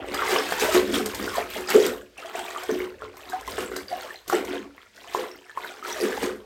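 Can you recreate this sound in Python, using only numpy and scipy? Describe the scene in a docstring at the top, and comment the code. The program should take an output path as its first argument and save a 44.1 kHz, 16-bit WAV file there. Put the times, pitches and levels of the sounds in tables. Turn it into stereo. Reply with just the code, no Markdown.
"""Wet cloth is washed by hand in a plastic bucket of soapy water, heard from close by in a small tiled room.
A quick run of plunges opens: each traps air pockets, which pulsate and gulp in the bucket's cavity modes.
Between plunges the cloth is lifted, and its runoff entrains small bubbles that ring amid spray and drips.
The strongest plunge comes at 1.75 s; slower strokes follow, a little under a second apart.
Near 6 s a last pour falls in pitch as its bubbles grow, and two more plunges end the scene."""
import sys
import numpy as np
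from scipy import signal
from scipy.fft import rfft, irfft, next_fast_len
from scipy.io import wavfile
from scipy.ndimage import uniform_filter1d

SR = 44100
rng = np.random.default_rng(int(sys.argv[2]) if len(sys.argv) > 2 else 0)


def file_out(sig):
    """Save sig as 16-bit WAV at sys.argv[1]."""
    # one column per channel
    cols = np.atleast_2d(sig).T
    # limit, then scale
    lim = np.clip(cols, -1, 1)
    pcm = np.round(lim * 32767).astype(np.int16)
    wavfile.write(sys.argv[1], SR, pcm)


N = 284445
LAG_S = 0.00012  # the water is nearer to the microphone's right port
CONTROL_HZ = 500
CONTROL_TIMES = np.arange(0, N / SR, 1 / CONTROL_HZ)


def amp(db):
    """Amplitude ratio of a level in decibels."""
    return 10 ** (np.asarray(db) / 20)


def unit(x):
    """Normalisation to rms 1."""
    return x / np.sqrt(np.mean(x ** 2) + 1e-20)


def along(points, hz):
    """Interpolation of (f/Hz, value) points on a logarithmic frequency axis."""
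    f, values = np.transpose(points)
    return np.interp(np.log(hz + 1), np.log(f), values)


def wobble(per_s):
    """Random modulation: linear interpolation between Gaussian knots."""
    knots = rng.standard_normal(4096)
    return np.interp(np.arange(N) * per_s / SR, np.arange(len(knots)), knots)


def filtered(x, response):
    """Convolution theorem: the spectrum is multiplied by a frequency response."""
    size = 2 * next_fast_len(N // 2 + SR // 2)
    return irfft(rfft(x, size) * response(np.fft.rfftfreq(size, 1 / SR)), size)[..., :N]


def coloured(x, points, size=8192):
    """Minimum-phase filter through (f/Hz, gain/dB) points, by folding the cepstrum."""
    cepstrum = irfft(np.log(amp(along(points, np.fft.rfftfreq(size, 1 / SR)))))
    cepstrum[1:size // 2] *= 2
    cepstrum[size // 2 + 1:] = 0
    impulse = irfft(np.exp(rfft(cepstrum)))
    return signal.oaconvolve(x, impulse if x.ndim == 1 else impulse[None], axes=-1)[..., :N]


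def add(track, s, sound):
    """Superposition of a sound on a track at time s."""
    start = max(round(s * SR), 0)
    track[start:start + len(sound)] += sound[:N - start]


def steady(x, span_s):
    """Division by the running rms evens out a stream's level and leaves its grain."""
    power = np.mean(x ** 2, axis=0)
    for _ in range(2):
        power = np.abs(uniform_filter1d(power, int(span_s * SR)))
    return x / np.sqrt(power + power.mean() / 1000)


# Spectrum of the quiet room: f/Hz, gain/dB
AMBIENT_SPECTRUM = [(20, -8), (55, 3), (150, 0.5), (400, -21.5), (1500, 0), (5000, -3.5), (16000, -21)]
def ambience():
    """Noise floor: faint shaped noise, uncorrelated between the ports."""
    return amp(-58) * unit(coloured(rng.standard_normal((2, N)), AMBIENT_SPECTRUM))


# Reverberation time of the tiled room: f/Hz, T60/s
TILE_DECAY = [(200, 0.47), (1000, 0.26), (4000, 0.24), (14000, 0.34)]
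def impulse_response():
    """Early reflections from the bucket's wall precede the exponential decay of the tiled room."""
    hz, t, noise = signal.stft(rng.standard_normal((2, SR // 3)), SR, nperseg=256)
    decay = amp(-60 * t / along(TILE_DECAY, hz)[:, None])
    tail = signal.istft(noise * decay, SR, nperseg=256)[1]
    age = np.arange(tail.shape[1]) / SR
    wall = rng.standard_normal(tail.shape) * np.exp(-age / 0.0051) * (age > .0007)
    tail = tail * (age > .005)
    hz = np.fft.rfftfreq(len(age), 1 / SR)
    foam = 1 / (1 + (hz / 2000) ** 2)  # foam absorbs treble inside the bucket
    early = amp(-1.5) * foam * rfft(wall / np.linalg.norm(wall[0]))
    late = amp(-5.5) * rfft(tail / np.linalg.norm(tail[0]))
    # long waves reach both ports alike and are reflected less
    shortness = hz ** 2 / (hz ** 2 + 380 ** 2)
    width = np.pi / 4 * shortness
    mid, side = irfft((early + late) * [np.cos(width), np.sin(width)] * (1 + shortness) / 2)
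    return np.array([mid + side, mid - side])


def reverberation(x, segments=56):
    """Time-varying convolution: the echo paths change as arm, cloth and water move."""
    wet, hop = np.zeros((2, N)), N // segments + 1
    for centre in range(0, N + hop, hop):
        at = np.arange(max(centre - hop, 0), min(centre + hop, N))
        part = x[1, at] * np.cos(np.pi / 2 * (at - centre) / hop)
        for track, response in zip(wet, impulse_response()):
            add(track, at[0] / SR, signal.fftconvolve(part, response))
    return wet


# Spectrum of the shaken bucket: f/Hz, gain/dB
RUMBLE_SPECTRUM = [(20, -39), (38, -37), (53, 4.5), (72, -3), (92, 0.5), (130, -10), (200, -49), (500, 0),
                   (1500, -51)]
def wall_rumble(level_db):
    """Forced vibration: the moving mass of water shakes the bucket's wall."""
    mid, side = unit(coloured(rng.standard_normal((2, N)), RUMBLE_SPECTRUM))
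    return amp(level_db + 2) * (mid + amp(-26.5) * np.array([side, -side]))


# Air modes of the bucket and the room: f/Hz, bandwidth/Hz, relative gain/dB
AIR_MODES = [(210, 2.6, -2.5), (202.7, 3.6, -9.5), (284.4, 5.4, -4.5), (325, 6.9, -18), (367.2, 7.3, 4),
             (390, 6, -3.5), (430.7, 18.2, 0), (502.8, 10, -5.5), (668, 190, -21)]
def cavity(x):
    """Modal resonance: damped modes of the air in and around the bucket add to the direct sound."""
    def modes(f):
        return sum(amp(db) * 1j * f * width / (hz * hz - f * f + 1j * f * width)
                   for hz, width, db in AIR_MODES)
    return filtered(x, lambda f: 1 + amp(13) * modes(f))


def bubble(t, hz, t60, rise, phase_lag):
    """Minnaert resonance: a damped pulsation whose pitch climbs as the bubble nears the surface."""
    phase = 2 * np.pi * hz * t * (1 + rise * t / t60 / 2)
    onset = 1 - np.exp(-t * hz / 0.43)
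    return np.sin(phase - phase_lag) * amp(-60 * t / t60) * onset


def single_bubbles(rows, rise):
    """Free oscillation of one bubble per row of t/s, level/dB, f/Hz, T60/s."""
    pair, t = np.zeros((2, N)), np.arange(SR // 6) / SR
    for s, db, hz, t60 in rows:
        left_lag = np.pi / 2 * np.tanh(4 * hz * LAG_S)
        for track, phase_lag in zip(pair, (left_lag, 0)):
            ring = bubble(t, hz, t60, rise, phase_lag)
            add(track, s, amp(db) * ring / np.abs(ring).max())
    return pair


def swarm(level_db, centre_hz, octaves, cycles, spread_db, rise, crowding, count):
    """Incoherent sum of random bubbles, born more often where the water is worked harder."""
    when, size, life, strength, place, sign, lean = rng.random((7, count))
    cumulative_rate = np.cumsum(amp(crowding * level_db))
    start = np.searchsorted(cumulative_rate, when * cumulative_rate[-1])
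    hz = np.broadcast_to(centre_hz, N)[start] * 2 ** (octaves * (size - .5))
    t60 = cycles / hz * 2 ** (2 * life - 1)
    strength_db = -spread_db * np.log(strength * .995 + .005)
    gain = amp(strength_db) * np.sign(sign - .5) * np.sqrt(hz)
    length = (t60 * SR * 2 / 3).astype(int) + 1
    k = np.repeat(np.arange(count), length)  # the bubble each sample belongs to
    age = np.arange(len(k)) - (np.cumsum(length) - length)[k]
    pan = amp(6 * (2 * lean - 1) * hz / (hz + 800))  # short waves differ most between the ports
    left_lag = 2 * np.pi * hz * LAG_S * (4 * place - 1.1)  # set by the place across the bucket
    left = (gain * pan)[k] * bubble(age / SR, hz[k], t60[k], rise, left_lag[k])
    right = (gain / pan)[k] * bubble(age / SR, hz[k], t60[k], rise, 0)
    return np.array([np.bincount(start[k] + age, wave, N)[:N] for wave in (left, right)])


# Spectral shaping of foam and droplets: f/Hz, gain/dB
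SPRAY_SPECTRUM = [(600, -23.5), (1800, 9.5), (3000, -0.5), (4500, -3.5), (6500, -4.5), (8500, -4.5),
                  (10000, -11.5), (12500, -6.5), (16000, -9)]
def spray(level_db):
    """Damping sets the timbre: foam bubbles tinkle, short-lived droplets crackle, over a fine fizz."""
    tinkle = swarm(level_db, centre_hz=6600, octaves=2.3, cycles=26,
                   spread_db=3.9, rise=.13, crowding=.7, count=10000)
    crackle = swarm(level_db, centre_hz=7500, octaves=2, cycles=4,
                    spread_db=4.2, rise=.1, crowding=.9, count=5000)
    fizz = rng.standard_normal((2, N))
    grain = steady(tinkle, span_s=.15) + amp(-7) * steady(crackle, span_s=.2) + amp(-5) * fizz
    clumps = amp(1.5 * wobble(140) + 2.3 * wobble(35))
    return amp(level_db + 4.5) * steady(coloured(clumps * grain, SPRAY_SPECTRUM), span_s=0.16)


# Spectral shaping of the small bubbles: f/Hz, gain/dB
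BUBBLING_SPECTRUM = [(300, -17), (600, -4), (1000, 3), (2000, 6.5), (3000, 4.5), (5000, -6.5), (9000, -33)]
def bubbling(level_db):
    """Air entrainment: water running off the cloth beats small bubbles into the surface."""
    stream = swarm(level_db, centre_hz=1800, octaves=3.6, cycles=16,
                   spread_db=3.3, rise=.24, crowding=.85, count=9500)
    return amp(level_db - 0.8) * steady(coloured(stream, BUBBLING_SPECTRUM), span_s=0.043)


# Water draining from the cloth: start t/s, end t/s, first f/Hz, last f/Hz, relative level/dB
POUR_GLIDES = [(0.187, 0.398, 1290, 550, -28.5), (1.263, 1.406, 1470, 790, -33.5),
               (2.243, 2.419, 1820, 676, -37.5), (3.898, 4.071, 730, 612, -43),
               (5.851, 6.028, 1250, 435, -39.5)]
def pours(count=16):
    """Pitch varies inversely with radius: as the cloth sinks back, its runoff traps larger bubbles."""
    rows = []
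    for start, end, first_hz, last_hz, db in POUR_GLIDES:
        progress = (np.arange(count) + rng.random(count)) / count
        detune, strength = rng.standard_normal((2, count))
        hz = first_hz * (last_hz / first_hz) ** progress * np.exp(0.055 * detune)
        rows += zip(start + (end - start) * progress, db - 0.5 + 5 * strength, hz, 24 / hz)
    return single_bubbles(rows, rise=0.13)


# Drops falling from the cloth: t/s, relative level/dB, f/Hz
DROP_IMPACTS = [(0.1432, -16.5, 4750), (0.386, -10, 5200), (0.7036, -21, 2800), (0.9424, -8, 3210),
                (1.1044, -20, 2700), (1.2268, -22, 4650), (1.371, -33, 3330), (1.6761, -16.5, 4900),
                (1.8374, -13.5, 3230), (2.1815, -20.5, 2660), (2.395, -18, 3130), (2.5828, -19.5, 3050),
                (3.2906, -24, 3860), (3.6606, -24.5, 7550), (3.7627, -20, 4830), (3.883, -21, 4700),
                (4.1583, -22.5, 4050), (5.315, -26, 5400), (5.9262, -15.5, 5800), (6.0108, -14, 4730)]
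def drips(t60=.018):
    """Entrainment by impact: each drop traps one small bubble that chirps upward."""
    return amp(-3) * single_bubbles([(s, db, hz, t60) for s, db, hz in DROP_IMPACTS], rise=0.126)


# Single large bubbles: t/s, relative level/dB, f/Hz, T60/s
CLOSING_CAVITIES = [(0.044, -25, 720, 0.0061), (0.189, -21.5, 1343, 0.061), (0.221, -15.5, 1510, 0.033),
                    (0.358, -14.5, 1114, 0.034), (0.522, -14.5, 707, 0.011), (0.688, -19.5, 620, 0.044),
                    (1.278, -18, 1440, 0.025), (1.381, -14.5, 669, 0.027), (1.687, -25, 1365, 0.076),
                    (2.247, -36, 650, 0.086), (2.351, -23.5, 690, 0.09), (2.389, -27.5, 654, 0.062),
                    (2.561, -20, 1206, 0.027), (3.021, -20, 1290, 0.0078), (3.332, -26, 731, 0.16),
                    (3.477, -23.5, 1015, 0.04), (3.926, -24.5, 699, 0.11), (4.105, -25.5, 1750, 0.044),
                    (4.299, -11.5, 1220, 0.01), (4.326, -17, 780, 0.046), (4.78, -28, 2060, 0.016),
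                    (5.148, -11, 950, 0.015), (5.496, -25, 1687, 0.024), (5.574, -18, 1056, 0.036),
                    (5.646, -19, 1520, 0.011), (5.826, -26, 1230, 0.037), (5.847, -26, 1320, 0.032),
                    (6.122, -18.5, 1710, 0.037), (6.176, -22.5, 816, 0.02)]
def plops():
    """Pinch-off: a cavity closes and rings at its natural frequency."""
    return amp(-2.5) * single_bubbles(CLOSING_CAVITIES, rise=0.17)


# Wet cloth and thrown water striking the surface: t/s, relative level/dB, T60/s
SMACK_IMPACTS = [(0.143, -17.5, 0.021), (0.523, -19, 0.022), (0.615, -25, 0.028), (0.7455, -10, 0.02),
                 (0.953, -12, 0.018), (1.0589, -14.5, 0.033), (1.1466, -22.5, 0.045), (1.224, -22, 0.021),
                 (1.7023, -17, 0.03), (1.7433, -16, 0.021), (1.8634, -6, 0.014), (2.633, -22, 0.02),
                 (3.168, -29, 0.019), (3.295, -31.5, 0.043), (3.409, -31, 0.02), (3.4762, -22, 0.017),
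                 (3.7632, -18.5, 0.026), (4.278, -27.5, 0.046), (4.295, -22, 0.045), (4.3235, -33, 0.024),
                 (4.4486, -20, 0.019), (5.1488, -36, 0.016), (6.2307, -16, 0.015)]
# Spectrum of a smack: f/Hz, gain/dB
SMACK_SPECTRUM = [(200, 4), (700, 6), (2000, 1), (4500, 8), (8500, 9.5), (10000, 0), (13000, 8),
                  (16000, -12)]
def smacks():
    """Impact noise: ragged bursts of spray scatter over the bucket, uncorrelated between the ports."""
    pair, t = np.zeros((2, N)), np.arange(SR // 5) / SR
    attack = 1 - np.exp(-t / 0.0021)
    for s, db, t60 in SMACK_IMPACTS:
        envelope = amp(db - 4) * attack * amp(-60 * t / t60)
        for track in pair:
            add(track, s, envelope * rng.standard_normal(len(t)))
    ragged = amp(3.5 * wobble(500))
    return coloured(pair * ragged, SMACK_SPECTRUM)


# Flat blows of the hand and heavy cloth: t/s, relative level/dB
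SLAP_IMPACTS = [(0.522, -13.5), (0.623, -23), (0.752, -7.5), (0.941, -23), (1.744, -9.5), (2.691, -14),
                (3.33, -20.5), (3.58, -16), (3.716, -23), (3.763, -22), (4.327, -13), (5.149, -21),
                (6.228, -16)]
# Spectrum of a slap: f/Hz, gain/dB
SLAP_SPECTRUM = [(120, -28), (400, -3.5), (900, -4), (1800, 5.5), (3500, -37), (8000, -22), (16000, -45)]
def slaps(t60=0.026):
    """Impulsive excitation: a flat blow on the water gives a dull pressure pulse and a brief splutter."""
    track, t = np.zeros(N), np.arange(SR // 20) / SR
    for s, db in SLAP_IMPACTS:
        blow = amp(-17) * rng.standard_normal(len(t)) * amp(-60 * t / t60)
        blow[0] = 1  # the pressure pulse
        add(track, s + 0.000987, amp(db + 19.5) * blow)
    right = coloured(track, SLAP_SPECTRUM)
    left = np.pad(right, (round(LAG_S * SR), 0))[:N]
    return np.array([left, right])


# Air forced out from under the cloth: t/s, relative level/dB, f/Hz
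ESCAPING_POCKETS = [(0.323, -28, 366), (0.622, -25, 420), (0.744, -19.5, 364.4), (1.006, -29.5, 440),
                    (1.748, -11, 396), (2.691, -20.5, 432), (3.581, -27.5, 480), (4.333, -23, 357),
                    (5.188, -22.5, 497), (6.037, -23.5, 369), (6.231, -18.5, 368.3)]
def gulps(t60=.08):
    """Volume pulsation: a plunge squeezes out one large air pocket, which rings at a low pitch."""
    rows = [(s, db, hz, t60) for s, db, hz in ESCAPING_POCKETS]
    return amp(-7) * single_bubbles(rows, rise=0.071)


def churning(level_db, pocket_hz):
    """Resonant excitation: big air pockets wobble under the cloth and boom in the bucket."""
    stream = swarm(level_db, pocket_hz, octaves=1.56, cycles=6.4,
                   spread_db=3.5, rise=0.13, crowding=.35, count=900)
    # the bucket radiates little below its lowest resonance
    radiated = signal.sosfilt(signal.butter(8, 184, "highpass", fs=SR, output="sos"), stream)
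    return amp(level_db - 3) * steady(cavity(radiated), span_s=0.016)


def per_sample(control):
    return np.interp(np.arange(N) / SR, CONTROL_TIMES, control)


def swell(start, end, rise_db_per_s, fade_db_per_s):
    """Exponential growth until start and decay after end: straight slopes in decibels."""
    before = np.maximum(start - CONTROL_TIMES, 0)
    after = np.maximum(CONTROL_TIMES - end, 0)
    return -rise_db_per_s * before - fade_db_per_s * after


def power_sum(levels_db):
    """Incoherent sources add in power; their joint level in dB at every sample."""
    return per_sample(10 * np.log10(np.sum(amp(levels_db) ** 2, axis=0) + 1e-12))


# Shoves of the cloth through the water: t/s, hold/s,
# relative level/dB of churning, of bubbling, of spray and of rumble, air pocket f/Hz
PLUNGE_STROKES = [(0.0, .03, -36, -39.5, -61.5, -50, 418.3), (0.082, .045, -32, -39.5, -51, -49.5, 427),
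                  (0.325, .045, -27.5, -26.5, -34.5, -61, 400), (0.62, .01, -22, -25.5, -28.5, -56, 428),
                  (0.747, .012, -18, -25.5, -30, -42, 362), (0.89, .115, -24, -38, -41.5, -51, 273),
                  (0.942, .01, -31, -30, -33, -45.5, 304), (1.202, .052, -32, -41, -42, -42, 256),
                  (1.383, .01, -30, -32, -43.5, -64, 372), (1.564, .02, -31, -36, -44.5, -51, 383),
                  (1.754, .015, -15, -33, -36, -50.5, 397), (1.835, .02, -28.5, -30.5, -34.5, -49, 385),
                  (2.70, .018, -26, -37.5, -44.5, -54, 399), (2.793, .035, -33, -37, -48, -50.5, 380),
                  (3.027, .015, -38, -43.5, -57, -52.5, 406), (3.48, .045, -38, -39.5, -44, -51, 386),
                  (3.581, .035, -30.5, -34.5, -40.5, -47, 344), (3.736, .05, -37, -42, -48, -55, 350),
                  (4.338, .022, -21, -29, -37.5, -57, 400), (4.485, .065, -29, -36, -48, -55.5, 356),
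                  (5.155, .07, -31, -35.5, -42, -62, 397), (6.034, .025, -21.5, -34, -43, -67, 374),
                  (6.23, .018, -21, -32, -40.5, -49, 349)]
# Runoff from the raised cloth: start t/s, end t/s,
# first and last relative level/dB of bubbling, spray level/dB re bubbling
LIFT_STROKES = [(0.143, 0.375, -31, -27, -9), (0.419, 0.753, -32, -30.5, -4.5), (1.06, 1.389, -39, -35, -5),
                (1.503, 1.66, -39, -47, -1.5), (1.70, 1.734, -27.5, -28, -6), (2.19, 2.337, -42.5, -42, -8),
                (2.36, 2.64, -36.5, -38, -8), (3.135, 3.303, -49.5, -45, -7.5),
                (3.33, 3.434, -39, -44.5, -10.5), (3.90, 4.124, -41, -41, -6.5),
                (4.767, 4.852, -54, -55, -9), (4.96, 5.121, -51.5, -43.5, -5),
                (5.298, 5.525, -53.5, -53.5, -8), (5.578, 5.781, -41, -44, -8),
                (5.851, 6.178, -36.5, -36.5, -5)]
def washing(spray_lead_s=.011, sag_octaves_per_s=0.82, lift_pocket_hz=400):
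    """Power addition of plunges and lifts sets four stream levels and the mean pitch of the pockets."""
    churn, bubbles, foam, rumble, pockets = [], [], [], [], []
    for s, hold, churn_db, bubbling_db, spray_db, rumble_db, pocket_hz in PLUNGE_STROKES:
        end = s + hold
        churn.append(churn_db + swell(s, end, rise_db_per_s=1100, fade_db_per_s=135))
        bubbles.append(bubbling_db + swell(s, end, 360, 140))
        # the surface splashes before the cloth goes under
        foam.append(spray_db + swell(s - spray_lead_s, end, 290, 195))
        rumble.append(rumble_db + swell(s, end, 95, 59))
        sinking_s = np.clip(CONTROL_TIMES - s, 0, .5)  # pockets grow as the cloth sinks
        pockets.append(pocket_hz * 2 ** (-sag_octaves_per_s * sinking_s))
    for start, end, first_db, last_db, spray_db in LIFT_STROKES:
        flow_db = np.interp(CONTROL_TIMES, [start, end], [first_db, last_db])
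        flow_db += swell(start, end, 420, 185)
        churn.append(flow_db - 6.5)  # runoff hardly stirs the deep water
        bubbles.append(flow_db)
        foam.append(flow_db + spray_db)
        rumble.append(flow_db - 25)
        pockets.append(np.full(len(flow_db), lift_pocket_hz))
    mean_hz = np.average(pockets, axis=0, weights=amp(churn) ** 2 + 1e-20)
    return power_sum(churn), power_sum(bubbles), power_sum(foam), power_sum(rumble), per_sample(mean_hz)


def scene():
    """Superposition of surface and deep water sounds, their reverberation, rumble and room noise."""
    churn_db, bubbling_db, spray_db, rumble_db, pocket_hz = washing()
    spurts_db = 0.76 * wobble(per_s=24)  # the water moves in uneven spurts
    streams = bubbling(bubbling_db + spurts_db) + spray(spray_db + spurts_db)
    surface = cavity(streams + pours() + gulps() + plops() + drips() + slaps() + smacks())
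    deep = churning(churn_db + spurts_db, pocket_hz)
    quiet = ambience()
    # the cloth covers the deep pockets, so less of their boom reaches the walls
    echoes = reverberation(surface + amp(-4) * deep)
    return surface + deep + echoes + wall_rumble(rumble_db) + quiet


# Response of the left port relative to the right: f/Hz, gain/dB
PORT_SHADOW = [(150, -3), (350, 0.5), (750, -0.1), (1400, 0.97), (2800, -7), (5500, -12.5), (10000, -16),
               (14000, -9.5)]
def record(dry, band_limit_hz=16300):
    """Acoustic shadow: the left port faces away from the water and loses treble; both are band-limited."""
    pair = np.array([coloured(dry[0], PORT_SHADOW), dry[1]])
    return filtered(amp(1) * pair, lambda hz: hz < band_limit_hz)


dry = scene()
out = record(dry)
file_out(out)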